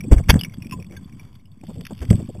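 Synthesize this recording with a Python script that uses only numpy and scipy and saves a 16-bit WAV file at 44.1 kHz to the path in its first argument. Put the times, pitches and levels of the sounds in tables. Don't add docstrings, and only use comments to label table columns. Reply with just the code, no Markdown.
import sys
import numpy as np
from scipy import signal
from scipy.fft import rfft, irfft, next_fast_len
from scipy.io import wavfile
from scipy.ndimage import map_coordinates

SR = 44100
rng = np.random.default_rng(int(sys.argv[2]) if len(sys.argv) > 2 else 0)


def dump(signal):
    limited = np.clip(np.atleast_2d(signal).T, -1, 1)
    pcm = np.round(limited * 32767).astype(np.int16)
    wavfile.write(sys.argv[1], SR, pcm)


def attenuation_scalar(level_db):
    decades = np.asarray(level_db, float) / 20
    return 10 ** decades


N = 105840

# [t/s, level/dB]
STIR = [(0, -37.5), (.1, -31.5), (.26, -37.5), (0.411, -36.5), (.55, -39.5), (.75, -33.5), (.88, -42),
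        (1.02, -43), (1.199, -42), (1.362, -46), (1.439, -53.5), (1.62, -45.5), (1.779, -35.5),
        (1.878, -44.5), (1.96, -42), (2.19, -26.5), (2.28, -44), (2.4, -35.5)]
# [f/Hz, level/dB]
WASH = [(15, -55), (25, -29), (98, 3), (138, -11), (198, -4.5), (310, -16), (366, -23.5), (900, -34.5),
        (1170, -71.5), (1980, -120)]
# [f/Hz, level/dB]
RUMBLE = [(12, -6), (30, 5.5), (55, 3.5), (90, -20)]
# [f/Hz, width/Hz, level/dB]
CASE_RINGS = [
    (1035, 210, 5),
    (2290, 59, 2.5),
    (2750, 200, -14.5),
    (3400, 120, 3),
]
# [t/s, peak level/dB, f/Hz, time to fall 60 dB/s]
TICKS = [(0.0064, -27.5, 2320, 0.032), (0.0374, -38.5, 2420, 0.043), (0.238, -39.5, 2290, 0.024),
         (0.392, -24.5, 3390, 0.042), (0.411, -15, 2890, 0.018), (0.4349, -19, 2820, 0.018),
         (0.447, -23, 2270, 0.04), (0.4966, -40, 2190, 0.019), (0.5212, -47, 2150, 0.0797),
         (0.5412, -40.5, 3363, 0.036), (0.622, -33, 2520, 0.036), (0.646, -40.5, 2370, 0.053),
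         (0.6689, -32.5, 2470, 0.012), (0.6958, -39.5, 2450, 0.018), (0.7108, -26, 2620, 0.014),
         (0.722, -29, 2590, 0.051), (0.7994, -41, 2560, 0.036), (0.825, -33, 2430, 0.014),
         (0.845, -40, 2490, 0.015), (0.8656, -45, 3400, 0.021), (0.9094, -43, 2270, 0.028),
         (0.9645, -39, 2240, 0.031), (1.045, -45, 3420, 0.026), (1.125, -44.5, 2214, 0.024),
         (1.1954, -39, 2303, 0.049), (1.3526, -48, 3400, 0.04), (1.455, -48.5, 2850, 0.028),
         (1.517, -49.5, 3540, 0.024), (1.6123, -43, 2440, 0.01), (1.6666, -56.5, 3440, 0.1011),
         (.303, -9, 2237, 0.035), (0.18, -33, 2225, 0.037), (0.602, -50, 2660, 0.022),
         (.922, -46.5, 2330, .04), (.938, -53, 2200, 0.023), (.953, -49, 2080, 0.029)]
# [t/s, level/dB, length/s, top f/Hz]
BUMPS = [(0.04, -33, 0.015, 500), (0.081, -41, 0.1, 463), (0.114, -18.5, 0.012, 803),
         (0.135, -25.5, 0.011, 600), (.195, -31.5, .01, 1010), (0.643, -55, 0.014, 480),
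         (0.77, -42.5, 0.052, 600), (0.903, -46, 0.043, 740), (1.634, -34, 0.0043, 865),
         (1.682, -42, 0.034, 800), (1.696, -41.5, .008, 1290), (1.756, -44.5, 0.064, 625),
         (1.892, -53, 0.0078, 900), (1.907, -31.5, 0.0048, 1250), (1.917, -36.5, 0.0074, 910),
         (2.014, -35.5, 0.028, 785), (2.104, -25, 0.028, 646.6), (2.136, -33, 0.013, 624),
         (2.196, -35, 0.017, 780), (2.29, -34, 0.012, 686), (2.349, -33, 0.0044, 833),
         (2.359, -39, 0.0093, 670)]
# [t of crest/s, level/dB, f/Hz, length/cycles]
SHOVES = [(0.084, -19.5, 252, 1.17), (.129, 8.5, 78.4, 0.39), (.168, -5, 60.6, 0.33),
          (0.188, -11, 66.4, 0.37), (.198, -17, 70, 0.28), (0.211, -13, 131, 0.48), (.29, -15.5, 90, 0.38),
          (0.302, -0.5, 39.6, 0.15), (.335, -10.5, 150, 0.43), (.3395, -6.5, 150, .4),
          (0.348, -11.5, 124, 0.76), (0.3597, -2, 174.3, 0.49), (0.37, -11, 103, 0.47),
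          (.386, -17, 108, 0.67), (.585, -21.5, 178, 0.43), (0.742, -22.5, 200, 0.34),
          (0.803, -35, 150, 1.1), (.868, -34, 186, 1.9), (.483, -27, 150, 0.7), (1.692, -24, 205, 1.42),
          (1.778, -26.5, 130, 0.72), (1.797, -27, 168, 1.83), (1.931, -26.5, 195, 1.05),
          (2.021, -20, 69, 0.82), (2.095, -11, 87, 0.46), (2.1131, -3, 97, 0.8), (2.112, -0.5, 192, 0.79),
          (2.129, -13.5, 112, 0.41), (0.248, -27.5, 32, 0.74), (2.14, -11.5, 114.6, 0.51),
          (2.151, -17.5, 150, 0.69), (2.157, -13.5, 198, 0.78)]
# [t of trough/s, level/dB, f/Hz, length/cycles]
PULLS = [(.1185, -1, 40, 0.15), (.139, -3.5, 30, 0.12), (.177, -8.5, 30, 0.12), (.2955, -1.5, 40, 0.059),
         (.315, -6.5, 100, 0.13), (.331, -10.5, 110, 0.51), (.343, -16.5, 130, 0.24),
         (.356, -12.5, 60, 0.43), (.793, -26, 150, .6), (2.146, -11.5, 80, .3), (2.29, -19.5, 200, 0.47)]
# [t/s, length/s, level/dB, tilt/dB
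SCRAPES = [(0.113, 0.017, -26, -6.5), (0.176, 0.013, -35, -9), (0.285, 0.018, -20.5, -3.5),
           (0.2934, 0.0065, -12, -1.5), (0.3, 0.005, -9.5, -1), (1.654, 1, -71, 26),
           (0.154, 0.021, -40.5, -13), (0.34, 0.0012, -19, -7), (.347, 0.022, -28, -13.5),
           (0.536, 0.0044, -44, -5), (0.716, 0.016, -44.5, -1), (0.919, 0.029, -53, -8),
           (0.19, 0.0067, -34.5, -9), (0.372, 0.0065, -41.5, -14), (2.014, 0.015, -41, -3.5),
           (2.102, 0.0049, -27, 4), (2.126, 0.0044, -34, -6.5)]
# [t/s, peak level/dB, brightest f/Hz]
CLICKS = [(0.2958, -6, 1694), (0.2963, -2, 2220), (0.3412, -32, 2210), (0.5376, -39.5, 3390),
          (0.5687, -48, 3390), (0.8961, -52.5, 2180), (0.9207, -44, 2440), (0.9652, -39.5, 2100),
          (1.0946, -47.5, 2300), (1.2534, -60.5, 2730), (1.328, -52.5, 3480), (1.3534, -44.5, 3400),
          (1.6368, -50, 2060), (1.6672, -46, 3290), (1.7504, -58, 2350), (1.7544, -54.5, 3520),
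          (1.8092, -32.5, 3370), (1.851, -29, 2050), (1.8666, -26, 3500), (1.8951, -47, 3420),
          (1.9094, -45, 2380), (1.932, -44, 3440), (1.949, -47, 3470), (1.9778, -41.5, 3350),
          (1.9899, -38, 3460), (2.0047, -38.5, 2960), (2.0514, -37.5, 2140), (2.1021, -27.5, 2750),
          (2.155, -38, 3120), (2.1654, -44, 3430), (2.1802, -50, 3470), (2.1982, -46, 1750),
          (2.2268, -58, 2350), (2.2586, -50, 3470), (2.2804, -56, 3460), (2.3457, -51.5, 3220),
          (2.3503, -52.5, 2690)]
# [t/s, level/dB, f/Hz, time to fall 60 dB/s]
BUBBLES = [
    (.722, -31, 1010, 0.065),
    (0.9648, -40, 1560, 0.04),
    (.966, -42, 3360, .025),
    (.728, -37, 2650, 0.03),
    (0.788, -47, 1000, 0.02),
]

EDDY_RATE, EDDY_HZ, EDDY_SPREAD, EDDY_CYCLES, EDDY_SIZE_DB = 130, 150, 0.34, 2.59, 5.5
EDDY_DB, WASH_DB, RUMBLE_DB = 0, -2.5, -12.5
RUMBLE_GROWS, HISS_GROWS = 0.53, 0.47
HISS_DB, HISS_FLAT = -63.5, 0.96
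PATTER_RATE, PATTER_DB, PATTER_SIZE_DB, PATTER_SCATTER, PATTER_T60_S = 56, -5.5, 6.5, 0.1, 0.025
TICK_ROUGH, TICK_ROUGH_S = 1, 0.0024
TICK_CRACK, CRACK_T60_S = 0.37, 0.012
BUMP_KICK, BUMP_T60_S, BUMP_LOW_HZ = 1.74, 0.033, 150
SHOVE_TAIL = 1.187
SCRAPE_RISE_S, SCRAPE_T60_S, SCRAPE_GRIT_DB = 0.0031, 0.0082, 6
SCRAPE_TAIL = 3.44
CLICK_DB, CLICK_RISE_S, CLICK_HOLD_S, CLICK_T60_S = -4.5, 0.00068, 0.0017, 0.02
CLICK_LOW_HZ, CLICK_WIDTH_HZ, CLICK_PEAK = 1157, 800, 0.8
BUBBLE_SAG, BUBBLE_SAG_S, BUBBLE_HOLD = 0.133, 0.0054, 0.25
SAND_S, SAND_END_S, SAND_RATE, SAND_DB, SAND_SIZE_DB = 1.63, 2.34, 140, -55, 3
SAND_HZ, SAND_PEAK = 3450, 5
RATE_HZ, HOLD = 8000, 6
EDGE_HZ, EDGE_WIDTH_HZ, TOP_HZ, TOP_WIDTH_HZ = 3720, 75, 15300, 150
OVERLOAD, OFFSET = 1, -0.0034


def unit(x):
    return x / np.sqrt(np.mean(x ** 2) + 1e-20)


def along(points, hz):
    f, v = np.transpose(points)
    return np.interp(np.log(hz + 1), np.log(f + 1), v, -120, -120)


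def wobble(rate):
    knots = rng.standard_normal(int(N * rate / SR) + 4)
    return map_coordinates(knots, [np.arange(N) * rate / SR])


def filtered(x, response):
    m = next_fast_len(len(x) + 8192)
    return irfft(rfft(x, m) * response(np.fft.rfftfreq(m, 1 / SR)), m)[:len(x)]


def add(track, s, piece):
    part = track[max(round(s * SR), 0):][:len(piece)]
    part += piece[:len(part)]


def gate(t, rise_s, hold_s, t60_s):
    return (1 - np.exp(-t / rise_s)) * attenuation_scalar(-60 * np.maximum(t - hold_s, 0) / t60_s)


def seconds(count):
    return np.arange(count) / SR


def low_cut(f, hz, order):
    return 1 / (1 + (hz / (f + 1)) ** order)


def case(f):
    total = 0
    for k, (centre, width, db) in enumerate(CASE_RINGS):
        total = total + (-1) ** k * attenuation_scalar(db) * 1j * f * width / (centre ** 2 - f * f + 1j * f * width)
    return total


def eddies():
    out, t = np.zeros(N), seconds(SR // 10)
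    for at, pitch, size in rng.random((round(EDDY_RATE * N / SR), 3)):
        hz = EDDY_HZ * np.exp(EDDY_SPREAD * (2 * pitch - 1))
        u = t * hz / EDDY_CYCLES
        swell = (u * 4) ** 2 * np.exp(-u * 8)
        level = attenuation_scalar(-EDDY_SIZE_DB * np.log(size + 0.08))
        add(out, at * N / SR, level * np.sin(2 * np.pi * hz * t) * swell)
    return unit(out)


def patter():
    out, t = np.zeros(N), seconds(SR // 25)
    for at, which, off, size in rng.random((round(PATTER_RATE * N / SR), 4)):
        hz = CASE_RINGS[int(which * len(CASE_RINGS))][0] * (1 + PATTER_SCATTER * (2 * off - 1))
        level = attenuation_scalar(-PATTER_SIZE_DB * np.log(size + 0.19))
        add(out, at * N / SR, level * np.sin(2 * np.pi * hz * t) * gate(t, 0.00028, 0.001, PATTER_T60_S))
    return unit(out)


def hiss():
    noise = rng.standard_normal(N) * attenuation_scalar(1.3 * wobble(13) + 2.3 * wobble(150))
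    colour = lambda f: (HISS_FLAT + abs(case(f)) ** 2) * (f < RATE_HZ / 2)
    return unit(filtered(noise, colour)) + attenuation_scalar(PATTER_DB) * patter()


def flow(points):
    return unit(filtered(rng.standard_normal(N), lambda f: attenuation_scalar(along(points, f))))


def water():
    s, level = np.transpose(STIR)
    stir = np.interp(seconds(N), s, level - level.mean())
    low = attenuation_scalar(EDDY_DB + stir) * eddies()
    low += attenuation_scalar(WASH_DB + stir + 2 * wobble(20)) * flow(WASH)
    low += attenuation_scalar(RUMBLE_DB + RUMBLE_GROWS * stir + 3.5 * wobble(3.5)) * flow(RUMBLE)
    return attenuation_scalar(level.mean()) * low + attenuation_scalar(HISS_DB + HISS_GROWS * stir + 1.6 * wobble(4)) * hiss()


def ticks():
    out, cracks, t = np.zeros(N), np.zeros(N), seconds(SR // 8)
    for s, db, hz, t60 in TICKS:
        drift = TICK_ROUGH * np.cumsum(rng.standard_normal(len(t))) / np.sqrt(TICK_ROUGH_S * SR)
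        add(out, s, attenuation_scalar(db) * np.sin(2 * np.pi * hz * t + drift) * gate(t, 0.00063, 0.00053, t60))
        add(cracks, s, attenuation_scalar(db - 60 * t / CRACK_T60_S) * rng.standard_normal(len(t)))
    return out + TICK_CRACK * filtered(cracks, lambda f: (1 + 2.2 * case(f)) * low_cut(f, 1600, 4))


def bumps():
    out, t = np.zeros(N), seconds(SR // 6)
    for s, db, length, top_hz in BUMPS:
        muffle = lambda f: low_cut(f, BUMP_LOW_HZ, 4) / (1 + (f / top_hz) ** 6) / (f + 180)
        puff = unit(filtered(rng.standard_normal(len(t)), muffle))
        kick = -np.sin(np.pi * top_hz * t) * np.exp(-t * top_hz * 2.26) * (1 - np.exp(-t / 0.00068))
        add(out, s, attenuation_scalar(db) * (puff * gate(t, 1 / top_hz, length, BUMP_T60_S) + BUMP_KICK * kick))
    return out


def swings(rows):
    out, t = np.zeros(N), seconds(N)
    for s, db, hz, cycles in rows:
        stretch = np.where(t > s, SHOVE_TAIL, 1)
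        out += attenuation_scalar(db) * np.cos(2 * np.pi * hz * (t - s)) * np.exp(-((t - s) * hz / cycles / stretch) ** 2)
    return out


def shoves():
    return swings(SHOVES) - swings(PULLS)


def scrapes():
    out, t = np.zeros(N), seconds(SR)
    for s, length, db, tilt in SCRAPES:
        grains = np.repeat(rng.standard_normal(len(t) // 40 + 1), 40)[:len(t)]
        grit = rng.standard_normal(len(t)) * attenuation_scalar(SCRAPE_GRIT_DB * grains)
        body = lambda f: (0.42 + case(f) * (f > 1500)) * (f < RATE_HZ / 2)
        colour = lambda f: body(f) * attenuation_scalar(tilt * np.log2((f + 50) / 2000)) * low_cut(f, 350, 4)
        shape = gate(t, SCRAPE_RISE_S, length, SCRAPE_T60_S + SCRAPE_TAIL * length)
        add(out, s, attenuation_scalar(db) * unit(filtered(grit, colour)) * shape)
    return out


def crack(db, hz, peak):
    t = seconds(SR // 30)
    ring = lambda f: 1j * f * CLICK_WIDTH_HZ / (hz * hz - f * f + 1j * f * CLICK_WIDTH_HZ)
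    colour = lambda f: (1 + peak * ring(f)) * (f < RATE_HZ / 2) * low_cut(f, CLICK_LOW_HZ, 6)
    noise = unit(filtered(rng.standard_normal(len(t)), colour))
    return attenuation_scalar(db + CLICK_DB) * noise * gate(t, CLICK_RISE_S, CLICK_HOLD_S, CLICK_T60_S)


def clicks():
    out = np.zeros(N)
    for s, db, hz in CLICKS:
        add(out, s, crack(db, hz, CLICK_PEAK))
    return out


def bubbles():
    out, t = np.zeros(N), seconds(SR // 8)
    for s, db, hz, t60 in BUBBLES:
        bent = t - BUBBLE_SAG * BUBBLE_SAG_S * np.exp(-t / BUBBLE_SAG_S)
        add(out, s, attenuation_scalar(db) * np.sin(2 * np.pi * hz * bent) * gate(t, 0.0024, BUBBLE_HOLD * t60, t60))
    return out


def sand():
    out, span = np.zeros(N), SAND_END_S - SAND_S
    for at, size in rng.random((round(SAND_RATE * span), 2)):
        db = SAND_DB - SAND_SIZE_DB * np.log(size + 0.07)
        add(out, SAND_S + at * span, crack(db, SAND_HZ, SAND_PEAK))
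    return out


def scene():
    mix = water() + ticks() + bumps() + shoves() + scrapes() + clicks() + bubbles() + sand()
    return mix[None]


def high_cut(x, hz, width_hz):
    return filtered(x, lambda f: 1 / (1 + np.exp(np.minimum((f - hz) / width_hz, 50))))


def band_limit(x):
    return signal.sosfilt(signal.butter(12, 16370, fs=SR, output="sos"), x)


def record(dry):
    x = high_cut(np.clip(dry[0], -OVERLOAD, OVERLOAD), EDGE_HZ, EDGE_WIDTH_HZ)
    x = np.r_[x, x[::-1]]
    slow = signal.resample(x, len(x) * RATE_HZ // SR)
    stairs = np.roll(np.repeat(slow, HOLD), -HOLD // 2)
    held = signal.resample(stairs, len(x))[:N]
    mix = high_cut(held, TOP_HZ, TOP_WIDTH_HZ) + OFFSET
    return band_limit(np.clip(mix, -OVERLOAD, OVERLOAD)[None])


dry = scene()
out = record(dry)
dump(out)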